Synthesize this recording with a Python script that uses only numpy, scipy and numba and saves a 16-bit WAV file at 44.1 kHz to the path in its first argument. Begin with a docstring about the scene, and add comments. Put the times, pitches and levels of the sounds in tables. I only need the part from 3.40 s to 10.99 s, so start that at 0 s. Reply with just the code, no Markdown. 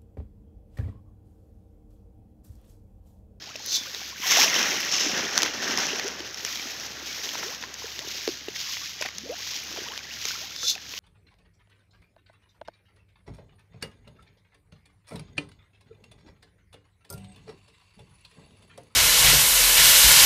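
"""Feeding time at a fish pond

A scoop swishes through dry pellets, the feed lands and crowded fish churn the water. Tails slap,
mouths gulp, trapped air plops and the splashing gives bright ticks. Behind them a wash of spray
swells in a steady rhythm, probably from a paddle wheel, whose motor hums low."""
import sys
import numpy as np
from scipy import signal
from scipy.fft import rfft, irfft
from scipy.io import wavfile
from numba import njit

SR = 44100
rng = np.random.default_rng(int(sys.argv[2]) if len(sys.argv) > 2 else 0)


def pcm_store(signal):
    """Save signal as 16-bit PCM."""
    levels = np.round(np.clip(np.atleast_2d(signal), -1, 1) * 32767)
    wavfile.write(sys.argv[1], SR, levels.astype(np.int16).T)


N = 334719
TICK_BAND_HZ = 10500, 15400


def from_db(db):
    """Turn decibels into a number to multiply a sound by."""
    return 10 ** (np.asarray(db) / 20)


def rms_one(x):
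    """Scale a signal so that its average strength (rms) is 1."""
    return x / np.sqrt(np.mean(x ** 2) + 1e-20)


def band(x, low_hz, high_hz, order):
    """Keep the sound between two frequencies; a higher order gives steeper edges."""
    edges_hz = np.clip([low_hz, high_hz], 20, .45 * SR)
    return signal.sosfilt(signal.butter(order, edges_hz, "band", fs=SR, output="sos"), x)


def cut_bass(x, hz, order):
    """Turn down the sound below a frequency."""
    return signal.sosfilt(signal.butter(order, hz, "high", fs=SR, output="sos"), x)


def drift(hz):
    """A smooth random wander of strength 1; a higher hz wanders faster."""
    r = np.exp(-2 * np.pi * hz / SR)
    return rms_one(signal.lfilter([1], [1, -2 * r, r * r], rng.standard_normal(N + SR))[SR:])


def colour(x, spectrum):
    """Give a sound the tone of a (frequency [Hz], level [dB]) table, at strength 1."""
    size = 4096
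    hz, db = np.transpose(spectrum)
    grid_hz = np.maximum(np.arange(size // 2 + 1), .1) * SR / size
    cepstrum = irfft(np.interp(np.log(grid_hz), np.log(hz), db) * np.log(10) / 20)
    cepstrum[1:size // 2] *= 2   # folded in half, so the filter rings only after a sound, never before
    cepstrum[size // 2 + 1:] = 0
    return rms_one(signal.oaconvolve(x, irfft(np.exp(rfft(cepstrum))))[:N])


def patter(per_s, spread_db, noise_share):
    """Tiny hits of uneven size at random times, blended with smooth noise."""
    sizes = from_db(spread_db * np.minimum(rng.exponential(1, N), 5)) * rng.choice([-1, 1], N)
    hits = sizes * (rng.random(N) < per_s / SR)
    return np.sqrt(1 - noise_share) * rms_one(hits) + np.sqrt(noise_share) * rng.standard_normal(N)


@njit
def ring_bubbles(starts, hz, gain, ring_s, rise):
    """Bubbles fade 60 dB in ring_s; nearing the surface, their pitch climbs by the fraction rise."""
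    out = np.zeros(N)
    for k in range(len(starts)):
        samples = ring_s[k] * SR
        phase, level, fade = 0.0, gain[k], np.exp(-np.log(1000) / samples)
        for i in range(min(int(samples), N - starts[k])):
            phase += 2 * np.pi * hz[k] * (1 + rise * i / samples) / SR
            out[starts[k] + i] += level * np.sin(phase)
            level *= fade
    return out


def bubbles(low_hz, high_hz, cycles, spread_db, rise, count):
    """A cloud of random bubbles, each ringing for the given number of vibrations."""
    when, pitch, size = rng.random((count, 3)).T
    hz = low_hz * (high_hz / low_hz) ** pitch
    gain = from_db(-spread_db * np.log(size + 0.028))
    return rms_one(ring_bubbles((when * N).astype(np.int64), hz, gain, cycles / hz, rise))


def splashes(per_s, decay_s, depth):
    """A volume curve that jumps with each small random splash and settles again."""
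    jumps = np.minimum(rng.exponential(1, N), 3) * (rng.random(N) < per_s / SR)
    return 1 + depth * signal.lfilter([1], [1, -np.exp(-1 / (decay_s * SR))], jumps)


def surge(s, lasts_s, first_db, last_db, rise_db_per_s, fall_db_per_s):
    """Power that climbs to a first level at time s, slides to a last one and drops away."""
    t = np.arange(N) / SR - s
    lasts_s = max(lasts_s, .001)
    slide_db = first_db + (last_db - first_db) * np.clip(t / lasts_s, 0, 1)
    edges_db = rise_db_per_s * np.minimum(t, 0) - fall_db_per_s * np.maximum(t - lasts_s, 0)
    return from_db(2 * (slide_db + edges_db))


def water_levels():
    """Wheel, fish, showers and sliding pellets add up to the volume of spray, mist and froth."""
    # fish churning the surface: (time [s], level [dB])
    churning = [(0, -55), (.34, -50), (.84, -53.5), (1.04, -37), (1.25, -32), (1.5, -43.5), (1.77, -32),
                (1.94, -38), (2.03, -34), (2.13, -41), (2.3, -33), (2.6, -38.5), (2.9, -48), (3.42, -45.5),
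                (3.66, -48.5), (4.02, -44), (4.27, -49.5), (4.8, -51), (5.43, -57.5), (6.13, -53),
                (6.36, -47.5), (6.55, -49.5), (6.64, -53.5), (7.59, -55)]
    # the paddle wheel's wash:
    # (time [s], length [s], first level [dB], last level [dB], mist relative to spray [dB])
    swells = [(0.427, 0.24, -38.5, -39, -12.5), (2.224, 0.81, -35.5, -52.5, -22),
              (3.11, 0.43, -32.5, -46.5, -13), (3.717, 0.38, -36, -36.5, -13),
              (4.464, 0.13, -38.5, -40, -12.5), (4.694, 0.2, -37.5, -35.5, -14),
              (5.23, 0.27, -35.5, -37, -13.5), (6.028, 0.53, -34.5, -43, -14.5),
              (6.873, 0.49, -32, -56, -13), (7.536, 0.11, -42.5, -28, -11)]
    # water thrown up by landing feed and fish: (time [s], length [s], first level [dB],
    # last level [dB], mist relative to spray [dB], froth relative to spray [dB])
    showers = [(0.841, 0.043, -32, -30.5, -8, 1.5), (0.92, 0.11, -20.5, -19, -14, -4.5),
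               (1.102, 0.36, -27, -32, -15, -1), (1.541, 0.49, -21.5, -42.5, -23, -10),
               (2.022, 0.044, -35, -32, -20, -2), (2.233, 0.28, -42, -31, -22, -4),
               (5.624, 0.029, -41, -41, -16, 2.5)]
    churn_db = np.interp(np.arange(N) / SR, *np.transpose(churning))
    lull_db, wash_froth_db = -46, -7.5
    # each source: (power, (spray [dB], mist [dB], froth [dB]) relative to that power)
    sources = [(np.full(N, from_db(2 * lull_db)), (0, -20, wash_froth_db)),
               (from_db(2 * churn_db), (0, -17.5, 0.5)),
               (scoop_strokes()[0], (-11, -20, -np.inf))]
    sources += [(surge(*row[:4], rise_db_per_s=77, fall_db_per_s=105), (0, row[4], wash_froth_db))
                for row in swells]
    thrown = [(surge(*row[:4], rise_db_per_s=215, fall_db_per_s=165), (0, *row[4:])) for row in showers]
    spray, mist, froth = np.sqrt(sum(power * from_db(db)[:, None] ** 2 for power, db in sources + thrown))
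    shower_share = sum(power for power, _ in thrown) / spray ** 2
    return spray, mist, froth, churn_db, shower_share


def water():
    """Drops and bubbles make spray, mist, froth and churn, all flaring with the same small splashes."""
    # the tone of each layer: (frequency [Hz], level [dB])
    far_spray_tone = [(1290, -49), (2200, -3), (3340, 3), (4360, 3), (5210, 6), (6100, 4), (6710, 1),
                      (8370, -36), (8980, -32), (10000, -24), (13000, -63), (22000, -120)]
    near_spray_tone = [(1290, -14.5), (2200, -21), (2710, -4.5), (3720, -7), (4020, -5), (4500, -6.5),
                       (5440, 3), (6420, -1), (8370, -33.5), (10000, -34), (13000, -46), (22000, -120)]
    mist_tone = [(4410, -25), (7500, -6.5), (8960, -18.5), (9760, -21.5), (10800, -8.5), (12800, -1),
                 (14900, -4.5), (15600, -8.5)]
    froth_tone = [(500, -23.5), (900, -8), (1250, -10), (1900, 1), (2500, 1), (3400, 0.5), (4600, -5),
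                  (9000, -100)]
    churn_tone = [(47, -99), (80, 3), (171, -5), (269, 1), (375, 2.5), (803, 2), (1030, -3), (1500, 4.5),
                  (1950, 2.5), (3300, -120)]
    spray_gain, mist_gain, froth_gain, churn_db, shower_share = water_levels()
    flare = splashes(55, decay_s=0.02, depth=0.28) * splashes(54, decay_s=0.0012, depth=0.25)
    drops = rms_one(patter(9000, spread_db=5, noise_share=0.42) * flare)
    fizz = drops + 0.1 * bubbles(2600, 6700, cycles=22, spread_db=2, rise=0.31, count=9000)
    haze = drops + 0.34 * rng.standard_normal(N)   # the finest mist hisses more evenly
    spatter = rms_one(patter(4000, spread_db=0.5, noise_share=0.78) * flare)
    foam = bubbles(926, 3294, cycles=35.8, spread_db=3.5, rise=0.85, count=4000)
    glugs = bubbles(155, 1030, cycles=9.7, spread_db=1, rise=0.44, count=1200)
    slosh = rms_one(rng.standard_normal(N) * splashes(28, decay_s=0.0025, depth=0.12) * flare)
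    near = np.clip((churn_db + 52) / 20 + shower_share, 0, 1)   # busy fish throw their spray close by
    spray = near * colour(fizz, near_spray_tone) + (1 - near) * colour(fizz, far_spray_tone)
    return (spray_gain * spray + mist_gain * colour(haze, mist_tone)
            + froth_gain * colour(spatter + 0.52 * foam, froth_tone)
            + from_db(churn_db) * colour(slosh + 0.24 * glugs, churn_tone))


def motor():
    """The wheel's motor gives a wavering hum over a low rumble."""
    # the tone of the rumble: (frequency [Hz], level [dB])
    rumble_tone = [(12, -45), (20, -22), (36, -22), (65, -12), (83, -7.5), (113, 2), (300, -11.5),
                   (390, -71), (660, -120)]
    hum_hz, hum_db, rumble_db = 71, -62, -60
    phase = 2 * np.pi * np.cumsum(hum_hz * (1 + 0.0061 * drift(3.5))) / SR
    hum = np.sqrt(2) * from_db(hum_db + 1.9 * drift(5.4)) * np.sin(phase)
    return hum + from_db(rumble_db) * colour(rng.standard_normal(N), rumble_tone)


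def gulps():
    """A hollow in the water sings a wavering note, which mostly climbs as the hollow closes."""
    # closing hollows: (time [s], length [s], first pitch [Hz], last pitch [Hz], level [dB])
    hollows = [(0.07, 0.045, 640, 1370, -47.5), (0.459, 0.03, 1076, 1890, -42),
               (0.472, 0.026, 560, 510, -46), (0.537, 0.037, 404, 430, -50),
               (0.598, 0.062, 1000, 2420, -44.5), (0.831, 0.022, 965, 1030, -37),
               (2.647, 0.037, 358, 450, -31), (3.688, 0.029, 2160, 2370, -36.5),
               (4.038, 0.066, 308, 533, -40), (4.107, 0.048, 550, 1710, -44.5),
               (4.462, 0.035, 597, 1290, -51), (4.564, 0.041, 350, 436, -54),
               (4.591, 0.065, 423, 1083, -48), (5.752, 0.17, 155.4, 335, -47),
               (5.834, 0.053, 269, 760, -41.5), (5.893, 0.051, 427, 765, -32.5),
               (5.981, 0.045, 740, 1510, -49), (6.315, 0.01, 1170, 1450, -45),
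               (6.459, 0.027, 826, 1130, -40), (6.486, 0.069, 410, 1040, -50),
               (6.501, 0.036, 794, 1140, -39), (6.436, 0.022, 1670, 1930, -43),
               (6.642, 0.017, 1970, 2130, -43), (6.664, 0.052, 1610, 2040, -43.5),
               (6.708, 0.013, 2360, 3160, -36), (7.009, 0.059, 543, 995, -49.5),
               (7.233, 0.028, 473, 524, -44)]
    out, waver, flutter = np.zeros(N), drift(62), drift(110)
    for s, length_s, first_hz, last_hz, db in hollows:
        progress = np.arange(round(length_s * SR)) / (length_s * SR)
        start = round(s * SR)
        span = slice(start, start + len(progress))
        hz = first_hz * (last_hz / first_hz) ** (progress ** 0.84) * (1 + .035 * waver[span])
        shape = np.minimum(progress * 140, 1) * (1 - progress) ** 0.21
        out[span] += shape * from_db(db + 2.84 * flutter[span]) * np.sin(2 * np.pi * np.cumsum(hz) / SR)
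    return out


def slaps():
    """A tail slap or bursting drop gives a rough ring, a crack around that pitch and a tick on top."""
    # slaps and drops: (time [s], level [dB], pitch [Hz], time to peak [ms])
    hits = [(0.1, -27, 5800, 1.5), (0.156, -21, 2620, 1.5), (0.159, -21, 5420, 2.3), (0.2618, -28, 4940, 1),
            (0.546, -17.5, 3850, 1.6), (0.8182, -23, 5560, 0.83), (1.1406, -12, 5430, 2.4),
            (1.1587, -18, 3050, 1.1), (1.404, -13, 2820, 1.3), (1.4272, -18, 3200, 3.1),
            (1.9773, -3, 5950, 0.85), (1.988, -7, 6000, 0.78), (2.0034, -13, 1780, 1),
            (2.02, -6, 5340, 0.61), (2.0306, -6, 6130, 1.5), (2.0325, -9, 1720, 1.3),
            (2.0615, -9, 1660, 0.58), (2.3747, -7, 5600, 0.65), (2.38, -15, 1780, 3),
            (2.385, -14.5, 5340, 2.6), (2.5955, -17.5, 6100, 1.4), (2.685, -13.5, 5380, 0.75),
            (2.4679, -10.5, 5800, 0.46), (2.5953, -12.5, 1840, 1.9), (2.6799, -11, 5470, 0.38),
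            (2.803, -20, 3080, 1.9), (2.91, -24, 5800, 0.77), (2.9438, -15, 5500, 1.05),
            (3.049, -9, 5640, 1.1), (3.155, -19, 3930, 3.4), (3.195, -18.5, 2300, 2.4),
            (3.398, -19, 5940, 1.3), (3.843, -31, 2660, 2.6), (3.888, -18, 3310, 2.8),
            (3.954, -17, 1510, 0.93), (4.0258, -20, 1737, 5.1), (4.224, -21.5, 2640, 2.6),
            (4.238, -19.5, 1770, 1), (4.421, -38, 2400, 1.2), (4.082, -18, 3580, 1.1),
            (4.3405, -17, 6400, 1.25), (4.5905, -15.5, 3750, 1.6), (4.877, -5, 4470, 0.31),
            (4.8884, -17, 5200, 1.1), (5.0826, -20.5, 2770, 3.1), (5.1608, -21, 2190, 1.5),
            (5.269, -30, 2720, 1.1), (5.3, -36, 1990, 1.9), (5.369, -17, 2030, 0.87),
            (5.459, -17.5, 4840, 0.81), (5.61, -18, 5280, 3.4), (5.6203, -14.5, 2527, 3.9),
            (5.6553, -19.5, 2170, 5.9), (5.687, -19, 2200, 1.4), (5.782, -17, 6000, 1.8),
            (6.3707, -22, 2340, 2.5), (6.3897, -22, 3120, 1.9), (6.4846, -21, 3120, 1.3),
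            (6.5191, -17.5, 2970, 1.3), (6.559, -25, 2020, 1.6), (6.577, -12.5, 3100, 0.44),
            (6.8531, -10, 6240, 1.14), (7.1618, -14, 5100, 1.2), (6.883, -24, 3320, 1.8),
            (7.23, -16, 1570, 0.85), (7.535, -24, 2600, 3.7), (7.3519, -16, 2580, 1.6),
            (7.3785, -22.5, 1760, 1.4), (7.5237, -22.5, 3600, 1.1)]
    samples, crack_db, tick_db = 900, -11.5, -38
    out, t = np.zeros(N), np.arange(samples) / SR
    noise = rng.standard_normal((len(hits), samples))
    rough = rms_one(band(noise, 100, 900, order=1))
    ticks = rms_one(band(noise, *TICK_BAND_HZ, order=2))
    for k, (s, db, hz, peak_ms) in enumerate(hits):
        age = t / (peak_ms / 1000)
        shape = np.minimum(age, 1) * np.exp(-1.4 * np.maximum(age - 1, 0))   # quick swell, slower fall
        depth = 0.45 * peak_ms   # a long splat is many drops, so its ring is rough
        ring = 0.54 * np.sin(2 * np.pi * hz * t) * (1 + depth * rough[k]) / np.sqrt(1 + depth ** 2)
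        hardness = from_db(0.5 * (db + 15))   # hard slaps crack louder and over a wider band
        spread = max(2.9 * hardness, 1.25)
        crack = rms_one(band(noise[k], hz / spread, min(hz * spread, 6900), order=2))
        snap = hardness * (from_db(crack_db) * crack + from_db(tick_db) * ticks[k])
        start = round(s * SR)
        out[start:start + samples] += from_db(db) * shape * (ring + snap)
    deaf_band_hz = 7400, 10400   # the microphone misses this part of a slap
    return signal.sosfilt(signal.butter(2, deaf_band_hz, "bandstop", fs=SR, output="sos"), out)


def plops():
    """Each trapped pocket of air rings briefly, starting just under its pitch and rising past it."""
    # air pockets: (time [s], level [dB], pitch [Hz], time to fade by 60 dB [s])
    pockets = [(0.154, -37.5, 620, 0.054), (0.2, -38, 875, 0.04), (0.616, -36, 765, 0.03),
               (0.727, -38, 1070, 0.04), (0.798, -29, 256, 0.018), (0.859, -32, 760, 0.079),
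               (0.971, -19, 690, 0.045), (0.988, -16, 830, 0.039), (1.034, -24, 896, 0.057),
               (1.059, -26, 660, 0.098), (1.134, -19, 2070, 0.041), (1.146, -17, 2720, 0.022),
               (1.163, -15, 3100, 0.028), (1.375, -25, 231, 0.032), (1.663, -20, 295, 0.054),
               (2.533, -25.5, 420, 0.05), (2.804, -26, 346, 0.022), (3.041, -37, 423, 0.037),
               (3.841, -39, 456, 0.072), (3.953, -22, 940, 0.01), (3.993, -38, 606, 0.02),
               (4.034, -27, 830, 0.013), (4.236, -33, 1034, 0.065), (4.421, -33.5, 1010, 0.021),
               (4.442, -29.5, 456, 0.05), (4.647, -38, 426, 0.036), (4.673, -28, 398, 0.019),
               (4.745, -40, 404, 0.04), (4.877, -12.5, 430, 0.023), (4.888, -19, 348, 0.033),
               (5.083, -19.5, 400, 0.023), (5.414, -43, 1160, 0.14), (5.611, -26, 603, 0.034),
               (5.651, -31, 765, 0.069), (5.657, -27, 368, 0.018), (6.287, -37, 2600, 0.018),
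               (6.314, -39, 2710, 0.018), (6.336, -35, 366, 0.033), (6.362, -33, 920, 0.023),
               (6.376, -29.5, 676, 0.028), (6.385, -26.5, 420, 0.024), (6.415, -33, 347, 0.031),
               (6.536, -32, 1680, 0.025), (6.59, -29, 2410, 0.018), (6.608, -35.5, 1600, 0.024),
               (6.851, -36.5, 436, 0.048), (6.907, -27.5, 1510, 0.034), (6.954, -33.5, 1360, 0.05),
               (7.111, -39, 1360, 0.032), (7.231, -36, 1360, 0.1), (7.361, -35, 760, 0.029),
               (7.577, -26, 3020, 0.02)]
    s, db, hz, ring_s = np.transpose(pockets)
    starts = np.round(s * SR).astype(np.int64)
    return cut_bass(ring_bubbles(starts, 0.956 * hz, from_db(db), ring_s, rise=.35), 260, order=3)


def bright_ticks():
    """Splashing water ticks in dying puffs of very bright noise, some on top of slaps, some alone."""
    # very bright ticks of splashing water: (time [s], relative level [dB])
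    ticks = [(0.262, -17), (0.769, -40), (0.8619, -16), (1.191, -14), (1.3758, -34), (1.4044, -15.5),
             (1.9764, -28), (2.0294, -22), (2.684, -28), (3.049, -24), (4.338, -30), (5.061, -31),
             (5.3258, -32), (5.65, -34), (5.917, -29), (6.237, -20), (6.356, -33), (6.5675, -37),
             (7.2255, -29), (7.5228, -31)]
    s, db = np.transpose(ticks)
    decay_s = 0.00054
    kicks = np.full(N, 1e-18)
    kicks[np.round(s * SR).astype(int)] = from_db(db - 8)
    puffs = signal.lfilter([1], [1, -np.exp(-1 / (decay_s * SR))], kicks)
    return puffs * rms_one(band(rng.standard_normal(N), *TICK_BAND_HZ, order=2))


def scoop_strokes():
    """Power of the scoop's strokes, and of its lowest ring, which swells and fades at its own pace."""
    # strokes: (loudest time [s], level [dB], lowest ring's rise [dB/s], lowest ring's fall [dB/s])
    strokes = [(0.36, -20, 380, 298), (7.305, -19.5, 154, 450)]
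    return (sum(surge(s, 0, db, db, rise_db_per_s=162, fall_db_per_s=473) for s, db, *_ in strokes),
            sum(surge(s, 0, db, db, rise, fall) for s, db, rise, fall in strokes))


def scoop():
    """Pellets rattle against the scoop, thousands a second in clumps, and make it ring."""
    # the scoop's own ringing notes: (pitch [Hz], width [Hz], level [dB])
    notes = [(3506, 85, 6), (4200, 580, -1.5), (5300, 164, 1.5), (6010, 230, 0.5), (6850, 910, -10),
             (11500, 1000, -23.5)]
    rattle = patter(4600, spread_db=15, noise_share=0.91) * from_db(1.36 * drift(90))
    rings = []
    for k, (hz, width_hz, db) in enumerate(notes):
        r = np.exp(-np.pi * width_hz / SR)
        ring = signal.lfilter([1, 0, -1], [1, -2 * r * np.cos(2 * np.pi * hz / SR), r * r], rattle)
        rings.append((-1) ** k * from_db(db) * (1 - r * r) / 2 * ring)
    lowest, *upper = cut_bass(rings, 3100, order=4) / np.std(sum(rings))
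    upper_gain, lowest_gain = np.sqrt(scoop_strokes())
    return sum(upper) * upper_gain + lowest * lowest_gain


def scene():
    """All the sounds together, heard from one spot on the bank."""
    splashing = water() + scoop() + slaps() + plops() + gulps() + bright_ticks()
    return (cut_bass(splashing, 170, order=3) + motor())[None]   # small sources send out no bass


def record(dry):
    """Round off the tallest peaks and steeply cut the highest treble."""
    ceiling, cutoff_hz = .9, 16000
    rounded = dry / (1 + (dry / ceiling) ** 6) ** (1 / 6)
    return signal.sosfilt(signal.cheby2(24, 60, cutoff_hz, fs=SR, output="sos"), rounded)


dry = scene()
out = record(dry)
pcm_store(out)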